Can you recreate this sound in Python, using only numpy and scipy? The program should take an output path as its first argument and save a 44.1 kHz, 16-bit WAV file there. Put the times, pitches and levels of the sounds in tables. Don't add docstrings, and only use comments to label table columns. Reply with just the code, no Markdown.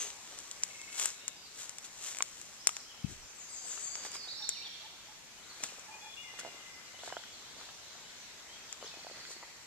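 import sys
import numpy as np
from scipy import signal
from scipy.fft import rfft, irfft, next_fast_len
from scipy.io import wavfile
from scipy.ndimage import uniform_filter1d

SR = 44100
rng = np.random.default_rng(int(sys.argv[2]) if len(sys.argv) > 2 else 0)


def persist_wave(psi):
    counts = np.round(np.clip(psi, -1, 1) * 32767).astype(np.int16)
    wavfile.write(sys.argv[1], SR, np.atleast_2d(counts).T)


N = 426006

# length in seconds, then start, middle and end pitch in Hz.
SWEEP_NOTE = (0.105, 8250, 7550, 6100)
FOOT_NOTE = (0.058, 7000, 6350, 6420)
# start and length in seconds, start, middle and end pitch in Hz, level in dB.
HELD_WHISTLE = [(3.40, 0.36, 4890, 4770, 4660, -66), (3.80, .35, 4610, 4730, 4820, -61)]
FLOURISH = [(4.113, 0.16, 5200, 4750, 4220, -54.5), (4.268, 0.07, 3480, 4205, 4850, -51),
            (4.32, 0.03, 4730, 4190, 3630, -57), (4.362, 0.03, 4930, 5300, 5550, -55),
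            (4.38, 0.077, 5475, 5540, 5550, -54), (4.418, 0.056, 3457, 4140, 4740, -49),
            (4.464, 0.0287, 4560, 4170, 3720, -53.5), (4.47, 0.17, 5400, 5650, 5920, -65),
            (4.50, 0.029, 4680, 4340, 3900, -56), (4.536, 0.048, 3400, 2800, 2440, -59),
            (4.568, 0.053, 2430, 2308, 2430, -59), (4.608, 0.055, 2440, 3010, 3630, -59.5),
            (4.642, 0.041, 3780, 3450, 3050, -53)]

def near_song():
    sweeps = series(SWEEP_NOTE, first_s=3.176, period_s=.154, top_db=-46.5, swell_db=20, count=5)
    feet = series(FOOT_NOTE, first_s=3.265, period_s=.14, top_db=-53, swell_db=10, count=5)
    song = sing(sweeps + feet, waver=.012, overtone_db=-36, soft=.45)
    song += sing(HELD_WHISTLE, waver=.028, overtone_db=-36, soft=.4)
    song += sing(FLOURISH, waver=.017, overtone_db=-36, soft=.5)
    return woods(song, lead=2.4, wet_db=0, t60=1.8, left_db=-1, build_s=.025)


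SYLLABLES = {"rise": (.046, 2850, 3600, 4700), "fall": (0.04, 4780, 4400, 3800),
             "pip": (0.03, 2850, 3020, 2880), "thin": (0.14, 4980, 4780, 4810),
             "level": (.11, 2980, 3200, 3350), "arch": (0.0374, 3400, 3650, 2750),
             "plunge": (0.098, 7700, 5300, 2600), "low": (0.048, 2600, 2600, 2400),
             "drawl": (.13, 2380, 2680, 2920), "lift": (.06, 5020, 5200, 6000),
             "climb": (.058, 3600, 4600, 5800), "slide": (.028, 5700, 5500, 4450),
             "swing": (.04, 2600, 3050, 3300), "hook": (.05, 5100, 4480, 3600)}
# start in seconds, syllable, level in dB.
FAR_SONG = [(1.14, "drawl", -66), (1.345, "thin", -66.5), (1.44, "fall", -63), (2.58, "lift", -63),
            (2.642, "slide", -58), (2.728, "climb", -63), (2.782, "slide", -61), (2.835, "level", -68),
            (2.90, "pip", -63), (2.972, "swing", -65), (3.025, "low", -68), (3.222, "slide", -63),
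            (5.414, "rise", -64.5), (5.484, "fall", -59.5), (6.845, "hook", -66), (6.98, "rise", -59),
            (7.032, "fall", -63), (7.157, "rise", -58), (7.321, "fall", -62), (7.43, "level", -70),
            (7.49, "fall", -66), (7.575, "fall", -62.5), (7.84, "rise", -69), (7.885, "hook", -65),
            (8.068, "rise", -64), (8.213, "fall", -66), (8.466, "level", -64.5), (8.686, "arch", -61.5),
            (8.809, "fall", -66), (8.818, "plunge", -59), (8.845, "rise", -58.5), (8.905, "low", -61)]

def far_birds(pip_ahead_s=.038, pip_db=-3):
    notes = [(s, *SYLLABLES[name], db) for s, name, db in FAR_SONG]
    pips = [(s - pip_ahead_s, *SYLLABLES["pip"], db + pip_db)
            for s, name, db in FAR_SONG if name == "rise"]
    song = sing(notes + pips, waver=.011, overtone_db=-34, soft=.5)
    return woods(song, lead=-2.3, wet_db=-.5, t60=1.2, left_db=2.5, build_s=.01)


# start and length in seconds, start, middle and end pitch in Hz, level in dB.
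FLUTED_PHRASE = [(5.598, 0.018, 2420, 2440, 2480, -58), (5.675, 0.033, 3105, 2600, 2410, -58),
                 (5.898, 0.089, 2400, 2450, 2430, -57.5), (5.98, 0.13, 3380, 3400, 3390, -63),
                 (6.035, 0.09, 2440, 2430, 2440, -61.5), (6.06, 0.17, 3380, 3455, 3500, -61.5),
                 (6.155, 0.089, 2720, 2830, 2840, -54), (6.21, 0.14, 2220, 2063, 2040, -58),
                 (6.31, 0.18, 2040, 2080, 2060, -66), (6.51, 0.29, 2080, 2037, 2060, -63.5)]

def fluting_bird():
    song = sing(FLUTED_PHRASE, waver=.022, overtone_db=-38, soft=.7)
    return woods(song, lead=-4, wet_db=-4, t60=2.7, left_db=5, build_s=.03)


# start and length in seconds, pitch in Hz, pulses a second,
# pitch swing in Hz, level in dB.
TRILLS = [(0.682, 0.29, 2610, 21.4, 30, -63), (.693, 0.27, 2180, 24, 49.6, -59.5),
          (8.943, 0.445, 4410, 25, 620, -61.5), (9.002, 0.46, 2006, 17, 200.5, -64.5)]

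def trilling_birds(uneven=.88):
    out = np.zeros(N)
    for s, length, hz, rate, swing_hz, db in TRILLS:
        n = int(length * SR)
        beat = 2 * np.pi * rate * np.arange(n) / SR + uneven * wobble(n, 12)
        pitch = hz + swing_hz * (np.sin(beat) + wobble(n, 200)) / 2
        tone = np.sin(2 * np.pi * np.cumsum(pitch) / SR)
        pulses = np.sin(beat / 2) ** 4
        add(out, s, amp(db) * unit(tone * pulses * signal.windows.tukey(n, .15)))
    return woods(out, lead=-4, wet_db=-4, t60=1.7, left_db=-1.5, build_s=.03)


# start, middle and end pitch in Hz.
HOOT_HZ = (833, 864, 854)
# start and length in seconds, level in dB.
HOOTS = [(4.39, 0.086, -59), (4.655, 0.026, -60), (4.83, 0.041, -56.5), (5.076, 0.055, -59),
         (5.868, 0.14, -55), (6.018, 0.081, -53.5)]

def water_bird():
    notes = [(s, length, *HOOT_HZ, db) for s, length, db in HOOTS]
    calls = sing(notes, waver=.11, overtone_db=-13, soft=.4)
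    return woods(calls, lead=1.5, wet_db=-11, t60=.58, left_db=-4, build_s=.0019)


# start and end in seconds, centre pitch in Hz, level in dB.
WARBLES = [(1.101, 1.3, 3570, -75), (2.62, 2.8, 5380, -74), (7.15, 7.7, 3650, -76.5),
           (7.699, 8.35, 3900, -79.5)]

def warbling_birds(step_s=.07, note_s=.05, wander=.089):
    notes = []
    for start, end, hz, db in WARBLES:
        for s, (late, *bends) in zip(np.arange(start, end, step_s), rng.standard_normal((24, 4))):
            arc_hz = hz * np.exp(wander * np.array(bends))
            notes.append((s + late * step_s / 10, note_s, *arc_hz, db))
    song = sing(notes, waver=.03, overtone_db=-34, soft=.5)
    return woods(song, lead=0, wet_db=10, t60=1.4, left_db=1, build_s=.03)


def series(note, first_s, period_s, top_db, swell_db, count):
    return [(first_s + k * period_s, *note, top_db - swell_db * (1 - k / (count - 1)) ** 2)
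            for k in range(count)]


def sing(notes, waver, overtone_db, soft, flutter_db=2.9, flutter_hz=110, ease=.3):
    out = np.zeros(N)
    for s, length, start_hz, middle_hz, end_hz, db in notes:
        n = int(length * SR)
        progress = np.linspace(0, 1, n)
        eased = (1 - ease) * progress + ease * np.sin(np.pi * progress / 2) ** 2
        hz = np.polyval(np.polyfit([0, .5, 1], [start_hz, middle_hz, end_hz], 2), eased)
        unsteady = waver * (.386 + 3 * min(np.ptp(hz) / middle_hz, .35))
        phase = 2 * np.pi * np.cumsum(hz * (1 + unsteady * wobble(n, 300))) / SR
        tone = np.sin(phase) + amp(overtone_db) * np.sin(2 * phase)
        flutter = amp(flutter_db * wobble(n, flutter_hz))
        add(out, s, amp(db) * unit(tone * flutter * signal.windows.tukey(n, soft)))
    return out


def woods(x, lead, wet_db, t60, left_db, build_s, early_gain=.9, early_s=.014):
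    echoes = rng.standard_normal((2, 2 * SR)) * (rng.random((2, 2 * SR)) < .06)
    hz, t, bands = signal.stft(echoes, SR, nperseg=256)
    band_t60 = t60 / (1 + (hz[:, None] / 7500) ** 3)
    decay = amp(-60 * t / band_t60) + early_gain * np.exp(-t / early_s)
    bands *= (1 - np.exp(-t / build_s)) * decay
    echoes = signal.istft(bands, SR, nperseg=256)[1]
    echoes /= np.linalg.norm(echoes, axis=1, keepdims=True)
    tail = signal.fftconvolve(x[None], echoes, axes=1)[:, :N]
    return pan(left_db) * (ports(x, lead) + amp(wet_db) * tail)


# start in seconds, level in dB, ring pitch in Hz,
# woody body in dB relative to the ring.
TWIG_HITS = [(.102, -35, 3060, -13), (.387, -29, 6140, -26), (.401, -36.5, 7600, -18),
             (.512, -27, 7360, -36), (.634, -15.5, 6160, -20), (.814, -33, 7700, -2),
             (.996, -17, 8050, -10), (1.056, -14.5, 8300, -35), (1.102, -34, 5500, -8),
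             (1.279, -20.5, 7300, -14), (1.693, -29.5, 7450, -18), (1.783, -27.5, 7840, -19),
             (2.147, -36, 7300, 5), (2.1685, -28, 7750, -3), (2.185, -25, 7650, -7),
             (2.2225, -16.5, 7200, -4.5), (2.413, -29, 7700, -21), (2.67, -6, 9000, -8.5),
             (2.6905, -23, 7700, 0.5), (2.766, -28, 6650, 3), (3.953, -27, 5800, -4),
             (4.116, -30.5, 8400, -25), (4.49, -16, 7000, -11.5), (5.636, -20, 6600, -2.5),
             (8.726, -29, 6760, -8)]
# mode frequency in Hz, level in dB, seconds to fall 60 dB.
TWIG_MODES = [(1140, -37, 0.03), (2440, 16.5, 0.0034), (3600, 11, 0.0042), (5800, 14.5, 0.0051)]

def twig_ticks(leaves, ring_t60=.0025, crack_s=.001, splinter_s=.0052, shiver_s=.25, delay_s=.0016):
    out, t = np.zeros(N), np.arange(12000) / SR
    spray = colour(rng.standard_normal(N), LEAF_FIZZ)
    edge = colour(rng.standard_normal(N), LEAF_EDGES)
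    crack = np.exp(-t / crack_s)
    shiver = np.exp(-t / shiver_s) * (1 - t / t[-1])
    fade = amp(-9) * crack + amp(-21) * np.exp(-t / splinter_s) + amp(-42) * shiver
    small = [(s, -38 + 2 * rng.standard_normal(), 7400, -8) for s in moments(leaves, count=10)]
    for s, db, hz, body_db in TWIG_HITS + small:
        stretch = np.arange(len(t)) + rng.integers(N - len(t))
        snap = ring([(hz, 0, ring_t60)], t) + amp(body_db) * ring(TWIG_MODES, t)
        hardness = amp(-21) * (hz / 7400) ** 4
        tick = snap + fade * spray[stretch] + hardness * crack * edge[stretch]
        add(out, s + delay_s, amp(db) * tick)
    return amp(.5) * pan(2.3) * ports(out, lead=2.96)


# start in seconds, level in dB, left over right in dB,
# pitch of the spot in Hz, brightness cutoff in Hz.
FINGER_TAPS = [(2.206, -21, 1, 1100, 5000), (2.691, -27.5, 0, 1260, 5000), (3.776, -36.5, 0, 1350, 4000),
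               (4.052, -32.5, -10, 880, 4000), (4.154, -34, -1, 1130, 4000), (4.274, -42.5, -2, 730, 900),
               (6.339, -40, -5.5, 890, 1200), (6.39, -33.5, -5, 1400, 3980), (6.412, -38, -3, 1500, 3000),
               (6.449, -32.5, -8, 730, 903), (6.455, -36.5, -9, 690, 890), (6.464, -35, -5, 643, 908),
               (6.476, -38, -7, 704, 885), (6.486, -44, -5, 724, 908), (6.944, -44, -5, 750, 903),
               (7.035, -33.5, -2, 720, 1600), (7.077, -31, -5, 710, 1990), (7.102, -37, 3, 1050, 3000),
               (7.125, -28, -5, 765, 2200), (7.168, -25.5, -5, 694, 1900), (7.237, -38, 10, 1510, 5060),
               (7.613, -40, 2, 1050, 2040), (7.69, -40, 2.5, 1310, 2000), (7.953, -41, 2.5, 735, 1500),
               (8.8265, -32.5, 1.5, 566, 1500), (8.845, -40, 1, 460, 600), (8.865, -41, 1, 480, 1500),
               (8.94, -40, 2.5, 700, 900), (8.971, -42, 1, 330, 500), (9.047, -41, -5.5, 654, 800),
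               (9.068, -34, -4, 734, 1300), (9.099, -40, -4, 680, 1000), (9.112, -40.5, 2, 570, 400),
               (9.252, -38, -3, 1600, 4000), (9.29, -48, 4, 520, 600), (9.306, -42, -1, 470, 1200),
               (9.428, -37.5, 4, 980, 1400), (9.434, -38, 4, 915, 1400)]
# mode frequency in Hz, level in dB, seconds to fall 60 dB.
CASE_MODES = [(570, -33, 0.028), (788, 23.5, 0.027), (1000, 25.5, 0.011), (1600, 26, 0.0095),
              (2390, -10, .006)]

def finger_taps(grip, scuff_db=-25, scuff_s=.011, spot_spread=.43):
    out, t = np.zeros((2, N)), np.arange(2000) / SR
    scuff = colour(rng.standard_normal(N), CASE_RUB)
    small = [(s, -44 + 2 * rng.standard_normal(), -1,
              620 * np.exp(spot_spread * rng.standard_normal()), 1200) for s in moments(grip, count=20)]
    for k, (s, db, left_db, spot_hz, bright_hz) in enumerate(FINGER_TAPS + small):
        shift = spot_hz / CASE_MODES[1][0]
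        modes = [(hz * shift, level + rng.standard_normal(), t60) for hz, level, t60 in CASE_MODES]
        knock = ring(modes, t) + amp(scuff_db) * np.exp(-t / scuff_s) * scuff[k * len(t):][:len(t)]
        fingertip = signal.butter(2, min(bright_hz, SR / 4), fs=SR, output="sos")
        knock = signal.sosfilt(fingertip, knock)
        add(out, s, amp(db) * pan(left_db) * knock / abs(knock).max())
    return ports(out, lead=-4)


# time in seconds, pitch in Hz, peak in dB.
PORT_BUMP = (3.0475, 148, -16)
# start and length in seconds, pitch in Hz, left and right level in dB.
FINGER_DRAGS = [(3.05, 0.093, 130, -44.5, -64), (3.13, .15, 45.2, -66, -56)]

def finger_bump():
    out = np.zeros((2, N))
    s, hz, db = PORT_BUMP
    lapse_squared = (np.pi * hz * (np.arange(N) / SR - s)) ** 2
    out[0] = amp(db) * (1 - 2 * lapse_squared) * np.exp(-lapse_squared)
    for s, length, hz, left_db, right_db in FINGER_DRAGS:
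        n = int(length * SR)
        spectrum = [(hz / 8, -25), (hz / 2, -1), (hz, 0), (hz * 3, -14), (hz * 6, -50), (SR / 2, -100)]
        rumble = unit(colour(rng.standard_normal(N), spectrum)[:n])
        add(out, s, amp([[left_db], [right_db]]) * rumble * signal.windows.tukey(n, .3))
    return out


# peak time and length in seconds, level in dB.
SQUEAK_STROKE = (0.015, 0.097, -40.5)
# frequency in Hz, level in dB.
SQUEAK_TONE = [(30, -45), (340, -18), (405, 6), (480, -30), (1500, -25), (2900, -10), (4500, -21),
               (5950, -21), (6280, 4), (6700, -7.5), (7700, -9), (9000, -15), (14000, -20)]

def leaf_squeak():
    squeak = strokes([SQUEAK_STROKE]) * colour(rng.standard_normal(N), SQUEAK_TONE)
    return pan(1.9) * ports(squeak, lead=1.7)


# frequency in Hz, level in dB.
LEAF_FIZZ = [(60, -42), (500, -32), (1500, -5.5), (3000, -1), (4800, -5), (6200, 7), (8000, 9.5),
             (10000, 1), (14000, 0)]
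LEAF_EDGES = [(60, -62), (5000, -48), (9000, -1), (11000, -2), (14000, 4)]
CASE_RUB = [(40, -34), (150, -23.5), (400, -2), (800, -3.5), (1400, -2), (2500, -11), (4000, -6.5),
            (8000, -17.5)]
CASE_FLEX = [(15, -19), (50, -9), (110, -2), (300, -7), (800, -48), (14000, -90)]

def rustle(leaves, grip, slips_per_s=4000, spread_db=4, width=.54, through_case_db=-9.5):
    slips = amp(spread_db * np.minimum(rng.exponential(1, N), 4)) * rng.choice([-1, 1], N)
    slips *= rng.random(N) < slips_per_s / SR
    grains = ports(unit(slips), lead=2.8) + width * rng.standard_normal((2, N))
    fizz = leaves * colour(grains, LEAF_FIZZ)
    scrape = amp(-40) * (leaves / leaves.max()) ** 1.8 * colour(grains, LEAF_EDGES)
    rub = (grip + amp(through_case_db) * leaves) * colour(grains, CASE_RUB)
    flex = amp(-14) * grip * colour(grains, CASE_FLEX)
    return pan(.77) * (fizz + scrape + rub + flex)


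# peak time and length in seconds, level in dB.
LEAF_STROKES = [(.022, .11, -46.5), (1.023, .11, -36), (1.615, .1, -46.5), (1.85, 0.028, -48.5),
                (2.07, 0.13, -44), (3.11, 0.085, -54), (3.74, 0.26, -49), (4.056, 0.046, -48),
                (4.15, 0.038, -46), (5.65, .045, -52), (6.397, 0.019, -43.5), (7.06, .08, -54),
                (9.315, .06, -51.5)]
GRIP_SHIFTS = [(.04, .1, -58), (.35, .15, -61), (4.05, .2, -55.5), (5.64, 0.013, -44), (5.68, .25, -60),
               (6.45, .22, -57), (7.09, .15, -55), (7.62, .1, -54), (8.85, .08, -52), (9.19, .14, -55)]
# time in seconds, level in dB.
BRUSHING = [(0, -57), (0.85, -54.5), (1.397, -65), (2.401, -54.5), (2.999, -71), (5.101, -77.5),
            (5.649, -56), (6.201, -71), (9.66, -78)]

def contact():
    brushing = amp(np.interp(np.arange(N) / SR, *np.transpose(BRUSHING)))
    return strokes(LEAF_STROKES) + brushing, strokes(GRIP_SHIFTS)


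def strokes(rows, rise_share=.45):
    t, gain = np.arange(N) / SR, np.zeros(N)
    for s, length, db in rows:
        span = slice(max(int((s - 2 * length) * SR), 0), int((s + 2 * length) * SR))
        lapse = (t[span] - s) / length
        share = np.where(lapse < 0, rise_share, 1 - rise_share)
        gain[span] += amp(db) * np.exp(-abs(lapse / share) ** 1.4)
    return gain


# frequency in Hz, level in dB.
HUSH_TONE = [(12, -30), (25, 1.5), (70, 3.5), (170, 1), (300, 1.5), (450, 2), (800, 3), (1400, 2),
             (2200, 1), (3500, -3.5), (5500, -2.5), (7400, -1.5), (9000, -7.5), (14000, -24)]
# time in seconds, level in dB.
BREEZE = [(0, 0.5), (1.4, -2), (3.2, -1.2), (4.1, 1.5), (4.9, -1.5), (6.4, 0.5), (9.3, 0.9), (9.66, -1)]
# frequency in Hz, left-right correlation.
HUSH_LIKENESS = [(60, -0.24), (150, 0.72), (380, 0.37), (950, 0.74), (2380, 0.16), (5960, -0.32),
                 (15000, 1)]
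# frequency in Hz, left over right in dB.
HUSH_BALANCE = [(60, 1.5), (200, 6.5), (800, 4.5), (2000, 2.5), (5000, 0.5), (9000, -2.5)]

def hush(level_db=-54, patchy_db=1.5):
    frames, hz = N // 256 + 5, np.fft.rfftfreq(1024, 1 / SR)
    a, b, c, d, patches = rng.standard_normal((5, frames, len(hz)))
    left, unrelated = a + 1j * b, c + 1j * d
    likeness = np.clip(read(HUSH_LIKENESS, hz), -1, 1)
    bands = np.array([left, likeness * left + np.sqrt(1 - likeness ** 2) * unrelated])
    patches = unit(uniform_filter1d(uniform_filter1d(patches, size=16, axis=0), size=10, axis=1))
    swell = np.interp(np.arange(frames) * 256 / SR, *np.transpose(BREEZE))[:, None]
    leafy = read([(150, .28), (600, 1)], hz)
    bands *= amp(read(HUSH_TONE, hz) + leafy * (swell + patchy_db * patches))
    bands *= amp(np.array([.5, -.5])[:, None, None] * read(HUSH_BALANCE, hz))
    air = signal.istft(bands.transpose(0, 2, 1), nperseg=1024, noverlap=768)[1][:, :N]
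    return amp(level_db) * unit(air)


def ring(modes, t):
    x = sum(amp(db - 60 * t / t60) * np.sin(2 * np.pi * hz * t) for hz, db, t60 in modes)
    x = signal.sosfilt(signal.butter(2, 420, "high", fs=SR, output="sos"), x)
    return x / abs(x).max()


def moments(gain, count):
    share = (np.arange(count) + rng.random(count)) / count
    return np.searchsorted(np.cumsum(gain) / gain.sum(), share) / SR


def ports(x, lead):
    size = next_fast_len(N + 64)
    delay = np.exp(-1j * np.pi * np.fft.rfftfreq(size) * np.array([[-lead], [lead]]))
    return irfft(rfft(x, size) * delay, size)[:, :N]


def pan(left_db):
    gains = amp([[left_db / 2], [-left_db / 2]])
    return gains / gains.mean()


def wobble(n, hz):
    return np.interp(np.arange(n) * hz / SR, np.arange(1000), rng.standard_normal(1000))


def colour(x, points):
    return unit(irfft(rfft(x) * amp(read(points, np.fft.rfftfreq(N, 1 / SR))), N))


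def read(points, hz):
    corners_hz, value = np.transpose(points)
    return np.interp(np.log(hz + 1), np.log(corners_hz + 1), value)


def add(mix, s, sound):
    part = mix[..., max(round(s * SR), 0):][..., :sound.shape[-1]]
    part += sound[..., :part.shape[-1]]


def amp(db):
    return 10 ** (np.asarray(db) / 20)


def unit(x):
    return x / np.sqrt(np.mean(x ** 2) + 1e-20)


def scene():
    birds = near_song() + far_birds() + warbling_birds() + trilling_birds()
    birds += fluting_bird() + water_bird()
    leaves, grip = contact()
    handling = twig_ticks(leaves) + finger_taps(grip) + rustle(leaves, grip)
    handling += leaf_squeak() + finger_bump()
    return birds + handling + hush()


# frequency in Hz, gain in dB.
LEFT_PORT = [(1000, -2.5), (3500, 4), (5400, 0.5), (6500, 5), (7400, 7.5), (8400, 0.5), (10000, -2.5),
             (14000, -11.5)]
RIGHT_PORT = [(1500, -1.5), (2700, 1), (4200, 5), (6200, 7), (7200, -8.5), (8400, -13.5), (12000, -22),
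              (14000, -32)]

def record(dry, hiss_db=-63.5, cutoff_hz=14400):
    hz = np.fft.rfftfreq(N, 1 / SR)
    x = irfft(rfft(dry) * amp([read(LEFT_PORT, hz), read(RIGHT_PORT, hz)]), N)
    x += amp(hiss_db) * rng.standard_normal((2, N))
    lowpass = signal.firwin(301, cutoff_hz, window=("kaiser", 8), fs=SR)
    return signal.oaconvolve(x, lowpass[None], "same")


dry = scene()
out = record(dry)
persist_wave(out)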